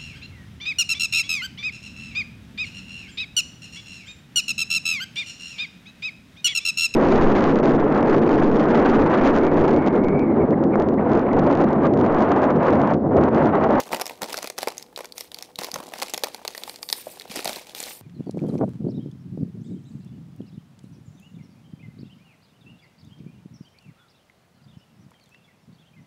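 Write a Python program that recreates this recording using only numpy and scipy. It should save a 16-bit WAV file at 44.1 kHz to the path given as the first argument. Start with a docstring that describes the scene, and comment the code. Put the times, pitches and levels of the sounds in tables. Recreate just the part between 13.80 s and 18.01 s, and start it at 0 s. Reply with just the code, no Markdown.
"""A puffed-up plastic snack bag is lifted off a bed, turned and gripped, close by in a small, faintly humming
room. From the start, tiny creases crackle under the grip; larger ones snap singly and thump the air-filled
pouch. From 0.14 s, fingers bump the bag now and then. They slide on the film with a hiss, briefly at 1.4 s and
often from 2.8 s. The loudest snap comes at 3.1 s, the hardest bump at 3.66 s."""
import sys
import numpy as np
from scipy import signal
from scipy.fft import rfft, irfft, next_fast_len
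from scipy.io import wavfile
from scipy.ndimage import uniform_filter1d, map_coordinates

SR = 44100
rng = np.random.default_rng(int(sys.argv[2]) if len(sys.argv) > 2 else 0)


def to_wav(s):
    """Save 16-bit WAV."""
    ch = np.atleast_2d(s).T  # columns
    pcm = np.round(np.clip(ch, -1, 1) * 32767)  # PCM
    wavfile.write(sys.argv[1], SR, pcm.astype(np.int16))


N = 185705


def amp(db):
    """Decibels to gain."""
    return 10 ** (np.asarray(db) / 20)


def unit(x):
    """Scaled to rms 1."""
    return x / np.sqrt(np.mean(x ** 2) + 1e-20)


def along(points, hz):
    """(frequency [Hz], value) points read on a log axis."""
    knots_hz, values = np.transpose(points)
    return np.interp(np.log(hz + 1), np.log(knots_hz), values)


def wobble(rate_hz):
    """Smooth curve through random knots."""
    knots = rng.standard_normal(int(N * rate_hz / SR) + 4)
    return map_coordinates(knots, [np.arange(N) * rate_hz / SR])


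def coloured(x, spectrum):
    """Minimum-phase filter, so clicks keep sharp fronts; output rms 1."""
    size = next_fast_len(N + SR // 2, True) * 2
    gain = amp(along(spectrum, np.fft.rfftfreq(size, 1 / SR)))
    cepstrum = irfft(np.log(gain))
    response = np.exp(rfft(2 * cepstrum[:size // 2], size))
    return unit(irfft(rfft(x, size) * response)[:N])


def band(x, lo_hz, hi_hz, order=2):
    """Causal band-pass."""
    sos = signal.butter(order, [lo_hz, min(hi_hz, SR / 2 - 1)], 'band', fs=SR, output='sos')
    return signal.sosfilt(sos, x)


def placed(times_s, sounds):
    """Track with each sound at its time."""
    track = np.zeros(N)
    for start_s, sound in zip(times_s, sounds):
        part = track[max(round(start_s * SR), 0):][:len(sound)]
        part += sound[:len(part)]
    return track


def patchy(x, depth_db, bins, frames):
    """Each small facet has its own colour: random gain patches in frequency and time."""
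    spectra = signal.stft(x, nperseg=128)[2]
    field = uniform_filter1d(rng.standard_normal(spectra.shape), bins, axis=0)
    field = uniform_filter1d(field, frames, axis=1)
    return signal.istft(spectra * amp(depth_db * unit(field)), nperseg=128)[1][:N]


def strokes(starts_s, holds_s, levels_db, attack_s, fade_db_per_s):
    """Envelope of hand movements: each rises, holds, fades; powers add."""
    t = np.arange(N) / SR - starts_s[:, None]
    rise = np.clip(1 + t / attack_s, 0, 1)
    fade_db = fade_db_per_s * np.maximum(t - holds_s[:, None], 0)
    return np.linalg.norm(rise * amp(levels_db[:, None] - fade_db), axis=0)


# Room air spectrum: (frequency [Hz], relative level [dB])
AIR_SPECTRUM = [(25, -29), (58, -8), (100, -6), (230, 0), (500, -1.5), (1400, -20.5), (15000, -27)]


def background():
    """Still room air with a faint 490 Hz hum."""
    hum = np.sin(2 * np.pi * 490 * np.arange(N) / SR + .5 * wobble(rate_hz=5.51))
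    return amp(-57.5) * coloured(rng.standard_normal(N), AIR_SPECTRUM) + amp(-59.5) * hum


def tiny_creases(rate_hz, spread_db, t60_s, rub):
    """Creases give way at random, many weak and a few strong, over steady rubbing."""
    strength = amp(spread_db * np.minimum(rng.exponential(size=N), 3))
    kicks = (rng.random(N) < rate_hz / SR) * strength / np.sqrt(rate_hz)
    t = np.arange(SR // 20) / SR
    power = np.abs(signal.fftconvolve(kicks ** 2, amp(-60 * t / t60_s) ** 2)[:N])
    return unit(np.sqrt(power) * rng.standard_normal(N)) + rub * rng.standard_normal(N)


# Hand squeezes: (time [s], hold [s], pouch level [dB], film level [dB])
SQUEEZES = [(0, 0.0072, -37.5, -39.5), (0.071, 0.051, -40.5, -55), (0.116, 0.054, -32.5, -46),
            (0.262, 0.062, -42, -48.5), (0.42, 0.018, -30.5, -46), (0.478, 0.17, -41, -42),
            (0.776, 0.12, -44, -45.5), (.945, 0.059, -66, -52.5), (1.168, 0.06, -53, -50),
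            (1.37, 0.054, -65, -50), (1.52, 0.14, -57, -56), (1.791, 0.071, -38, -39.5),
            (1.943, 0.048, -37, -49.5), (2.03, 0.094, -43.5, -53), (2.14, 0.16, -47, -42.5),
            (2.33, 0.16, -44, -48), (2.52, 0.12, -51.5, -54.5), (2.66, 0.3, -55.5, -51),
            (3.13, .09, -56, -48.5), (3.26, 0.25, -53.5, -53.5), (3.507, 0.037, -49, -40),
            (3.557, 0.029, -34.5, -36.5), (3.653, 0.032, -36, -37.5), (3.7, 0.085, -44.5, -41),
            (3.871, 0.047, -50.5, -48.5), (3.955, 0.15, -47, -42)]
# Film crackle spectrum: (frequency [Hz], relative level [dB])
FILM_SPECTRUM = [(400, -13.5), (1200, -9.5), (2300, -0.5), (3100, -2), (4400, -1.5), (7000, -7.5),
                 (11000, -10.5), (15500, -17.5)]
# Air-filled pouch spectrum: (frequency [Hz], relative level [dB])
POUCH_SPECTRUM = [(40, -46), (110, -23.5), (190, -7), (350, -4.5), (550, -3.5), (850, -1.5), (1300, -12),
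                  (2500, -20.5), (6000, -31.5)]


def grip_rustle():
    """The grip crumples the film; the same tiny creases stir the pouch, which rings longer."""
    time_s, hold_s, pouch_db, film_db = np.transpose(SQUEEZES)
    pouch_gain = strokes(time_s, hold_s, pouch_db, attack_s=0.011, fade_db_per_s=281)
    film_gain = strokes(time_s, hold_s, film_db, attack_s=0.011, fade_db_per_s=220)
    pouch_gain = np.hypot(pouch_gain, amp(-59))  # floors: bag merely held
    film_gain = np.hypot(film_gain, amp(-74))
    # a harder grip frees more creases; sliding blurs them into a rub
    rate_hz = 260 * (film_gain / amp(-49.5)) ** 0.28 * (1 + slide_gain() / amp(-69))
    crackle = tiny_creases(rate_hz, spread_db=6.0, t60_s=0.013, rub=0.44)
    crackle = patchy(crackle, depth_db=2.5, bins=5, frames=3)
    stir = 0.38 * crackle + tiny_creases(rate_hz=140, spread_db=5.5, t60_s=0.024, rub=0.13)
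    return film_gain * coloured(crackle, FILM_SPECTRUM) + pouch_gain * coloured(stir, POUCH_SPECTRUM)


# Snapping creases: (time [s], film level [dB], pouch level [dB], facet ring [Hz])
CREASE_SNAPS = [(0.0024, -30.0, -31.5, 6030), (0.123, -36.5, -44, 5030.0), (0.1301, -32.5, -30, 2390.0),
                (0.1461, -29.5, -28, 2960), (0.162, -39, -35, 2000), (0.1977, -39, -29, 6480.0),
                (0.2063, -39.5, -33, 1510.0), (0.213, -29, -28.5, 5400), (0.2174, -28, -27, 5440),
                (0.2568, -34, -41, 5260), (0.266, -32, -38, 5230), (0.278, -39.5, -45.5, 6770.0),
                (0.2959, -37, -36.5, 2450), (0.419, -31, -29.0, 6000), (0.4314, -31.5, -30.5, 4270),
                (0.4415, -38, -34, 4730.0), (0.5295, -31.5, -36, 5100), (0.5424, -29, -32.5, 1490),
                (0.5712, -31.5, -57, 5430), (0.5773, -33, -32.5, 4390.0), (0.587, -34.5, -32, 4590.0),
                (0.6277, -34.0, -35.5, 5940), (0.6431, -38, -30.5, 6200), (0.6735, -33.5, -36, 4460.0),
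                (0.6999, -31.5, -33.5, 6050.0), (0.7803, -34, -33.5, 4440), (0.7858, -29.5, -29.5, 6000),
                (0.8189, -38, -40, 4100), (0.83, -31.0, -24.5, 4100), (0.873, -32, -19.0, 1530),
                (0.8833, -29, -30, 5150), (0.9805, -31.5, -51.0, 6700), (1.0259, -38.5, -57, 5100),
                (1.1617, -31.5, -82, 3960), (1.1755, -38.5, -33.5, 4700), (1.1895, -44.5, -33, 6820.0),
                (1.2062, -42, -31.5, 2440), (1.245, -38.5, -40.5, 2270), (1.2556, -40, -50, 5440),
                (1.3226, -37.5, -69, 4400), (1.3805, -31, -43, 5500), (1.4079, -30.5, -40.5, 5420.0),
                (1.517, -39.5, -50, 3630), (1.5446, -32.0, -55, 4640), (1.587, -38.0, -50, 4000),
                (1.6246, -33.5, -44.5, 5470.0), (1.7575, -35.5, -65, 3820.0),
                (1.7881, -29.5, -32.5, 4210.0), (1.8346, -34, -36.0, 5000), (1.845, -31, -35.5, 5080.0),
                (1.916, -32.5, -48, 4600), (1.9414, -26.5, -41, 5930), (1.9589, -38.5, -27, 4460.0),
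                (2.137, -34, -34, 2300), (2.2178, -31, -31.5, 3520), (2.2232, -29.5, -24.5, 4400),
                (2.23, -29.5, -31.5, 4450), (2.3373, -26.5, -32.5, 6500), (2.3436, -27.5, -40, 3470),
                (2.3774, -29.5, -32.5, 5200), (2.4364, -23, -21.5, 3960), (2.4426, -28.5, -31, 5520.0),
                (2.5457, -35, -37, 4500), (2.65, -38, -29.5, 3700), (2.678, -26, -36, 4460),
                (2.7493, -35, -40.5, 1850.0), (2.7784, -33.5, -39.5, 4500), (2.8356, -31, -42.5, 3900),
                (2.8774, -45, -37, 3700), (2.8954, -33.5, -40, 4200), (2.9596, -39.5, -54, 4750),
                (3.0295, -30, -41, 4710.0), (3.0892, -29.5, -47, 4460), (3.1004, -31, -41, 4400),
                (3.1274, -17.5, -31, 4460), (3.398, -35.5, -61, 4250), (3.4105, -41.5, -49, 2140.0),
                (3.4194, -39.5, -63, 3700), (3.5162, -38.5, -39.5, 4970), (3.5592, -33.0, -32, 8100),
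                (3.5913, -33.5, -45, 2550), (3.6455, -29.5, -39, 8160), (3.6556, -29, -30, 4370),
                (3.6765, -27, -33, 3970), (3.6936, -31.5, -32, 4020.0), (3.7305, -34, -46, 3640.0),
                (3.7602, -34, -44, 4110.0), (3.9491, -33.5, -42.5, 4050), (4.0027, -29.5, -43, 7500),
                (4.028, -36.5, -39, 7400.0), (4.038, -32, -69.0, 4360)]


def crease_snaps():
    """A facet of film flips: a pressure step, a brief ring, then flutter dying in sheet and pouch."""
    time_s, film_db, pouch_db, ring_hz = np.transpose(CREASE_SNAPS)[:, :, None]
    t = np.arange(SR // 20) / SR

    def unit_onset(x):
        """Scaled to rms 1 over the first 5 ms."""
        return x / np.sqrt(np.mean(x[:, :SR // 200] ** 2, axis=1, keepdims=True))

    def crack(step, t60_s):
        """One kick, then its scatter from the other creases."""
        scatter = rng.standard_normal((len(time_s), len(t))) * amp(-60 * t / t60_s)
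        return step * (t == 0) + scatter / np.linalg.norm(scatter, axis=1, keepdims=True)

    facet = np.sin(2 * np.pi * ring_hz * t) * amp(-60 * t * ring_hz / 17)  # t60: 17 cycles
    ring = signal.fftconvolve(crack(step=2.3, t60_s=0.01), facet, axes=1)[:, :len(t)]
    # facets are too small to radiate bass
    ring = np.array([band(row, 0.75 * hz, 2.07 * hz) for row, hz in zip(ring, ring_hz[:, 0])])
    pull_db = pouch_db - film_db
    purity = 1.6 * amp(-0.31 * pull_db)  # less pull on the pouch, purer ring
    flutter = unit_onset(band(crack(step=0.11, t60_s=0.017), 3280, 5380, order=3))
    film = unit_onset(flutter + purity * unit_onset(ring))
    edge = unit_onset(band(crack(step=0.23, t60_s=0.014), 5430, 14000, order=3))
    # small facets and strong pull sharpen the edge
    edge_db = film_db - 3 + 2.5 * np.log2(ring_hz / np.median(ring_hz)) + 0.22 * pull_db
    # wide panels flex between facet ring and pouch thump
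    panel = unit_onset(band(crack(step=0.077, t60_s=0.018), 1846, 2615))
    panel_db = .5 * (film_db + pouch_db) - 5.5
    thump = unit_onset(band(crack(step=0.47, t60_s=0.025), 405, 1036))
    snaps = amp(film_db) * film + amp(edge_db) * edge + amp(panel_db) * panel - amp(pouch_db) * thump
    return placed(time_s[:, 0], snaps)


# Room decay: (frequency [Hz], t60 [s])
ROOM_DECAY = [(600, 0.36), (14000, 0.18)]


def room_reverb(x):
    """The walls answer after 6 ms; treble dies first."""
    hz, t, spectra = signal.stft(rng.standard_normal(SR // 2), SR, nperseg=256)
    decay = amp(-60 * t / along(ROOM_DECAY, hz)[:, None])
    tail = signal.istft(spectra * decay, SR, nperseg=256)[1]
    tail = np.pad(tail / np.linalg.norm(tail), (round(.006 * SR), 0))
    return signal.fftconvolve(x, tail)[:N]


# Fingertip bumps: (time [s], level [dB], pitch [Hz])
FINGER_BUMPS = [(0.142, -25, 228), (0.429, -25, 218), (0.872, -29, 239), (1.789, -30.5, 192),
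                (1.955, -34.5, 184), (1.986, -36, 172), (2.877, -23, 884), (3.269, -14.5, 600),
                (3.501, -30, 208), (3.572, -21.5, 330), (3.657, -9, 657), (3.698, -34, 228)]


def finger_bumps():
    """A soft fingertip pushes the air cushion: ten damped cycles, so low bumps last longer."""
    time_s, level_db, pitch_hz = np.transpose(FINGER_BUMPS)[:, :, None]
    t = np.arange(SR // 8) / SR
    rise = 1 - np.exp(-t / 0.0014)
    push = np.sin(2 * np.pi * pitch_hz * t) * amp(-60 * t * pitch_hz / 10) * rise
    shudder = unit(band(rng.standard_normal(push.shape), 110, 760)) * amp(-60 * t / 0.092)
    return placed(time_s[:, 0], amp(level_db) * (push + 0.043 * shudder))


# Finger slides: (time [s], hold [s], level [dB])
FINGER_SLIDES = [(1.37, .015, -47), (2.768, 0.025, -50), (2.87, 0.02, -47.5), (3.035, 0.011, -48.5),
                 (3.105, 0.085, -45.5), (3.251, 0.089, -50), (3.49, .16, -58), (3.7, 0.057, -50.5),
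                 (3.964, .2, -45.5)]


def slide_gain():
    """How strongly the fingers rub along the film."""
    return strokes(*np.transpose(FINGER_SLIDES), attack_s=0.022, fade_db_per_s=176)


# Skin-on-film spectrum: (frequency [Hz], relative level [dB])
HISS_SPECTRUM = [(1200, -17.5), (2500, -3), (4500, 1), (6700, -2.5), (9300, 11.5), (11500, -0.5),
                 (14000, 12.5), (15500, -6.5)]


def slide_hiss():
    """Skin rubs over film; the reflection off the moving bag combs the hiss with shifting ridges."""
    hiss = patchy(rng.standard_normal(N), depth_db=2, bins=3, frames=14)
    lag_samples = SR * 0.000459 * amp(2.4 * wobble(rate_hz=35))
    reflection = 0.55 * map_coordinates(hiss, [np.arange(N) - lag_samples])
    flicker = amp(2.8 * wobble(rate_hz=120))
    return slide_gain() * flicker * coloured(hiss + reflection, HISS_SPECTRUM)


def scene():
    """The bag close by, the room far behind it; mono."""
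    bag = crease_snaps() + grip_rustle() + finger_bumps() + slide_hiss()
    return (bag + amp(-18) * room_reverb(bag) + background())[None]


def record(dry):
    """Steep low-pass at 15.6 kHz."""
    return signal.sosfilt(signal.ellip(10, .1, 80, 15600, fs=SR, output='sos'), dry)


dry = scene()
out = record(dry)
to_wav(out)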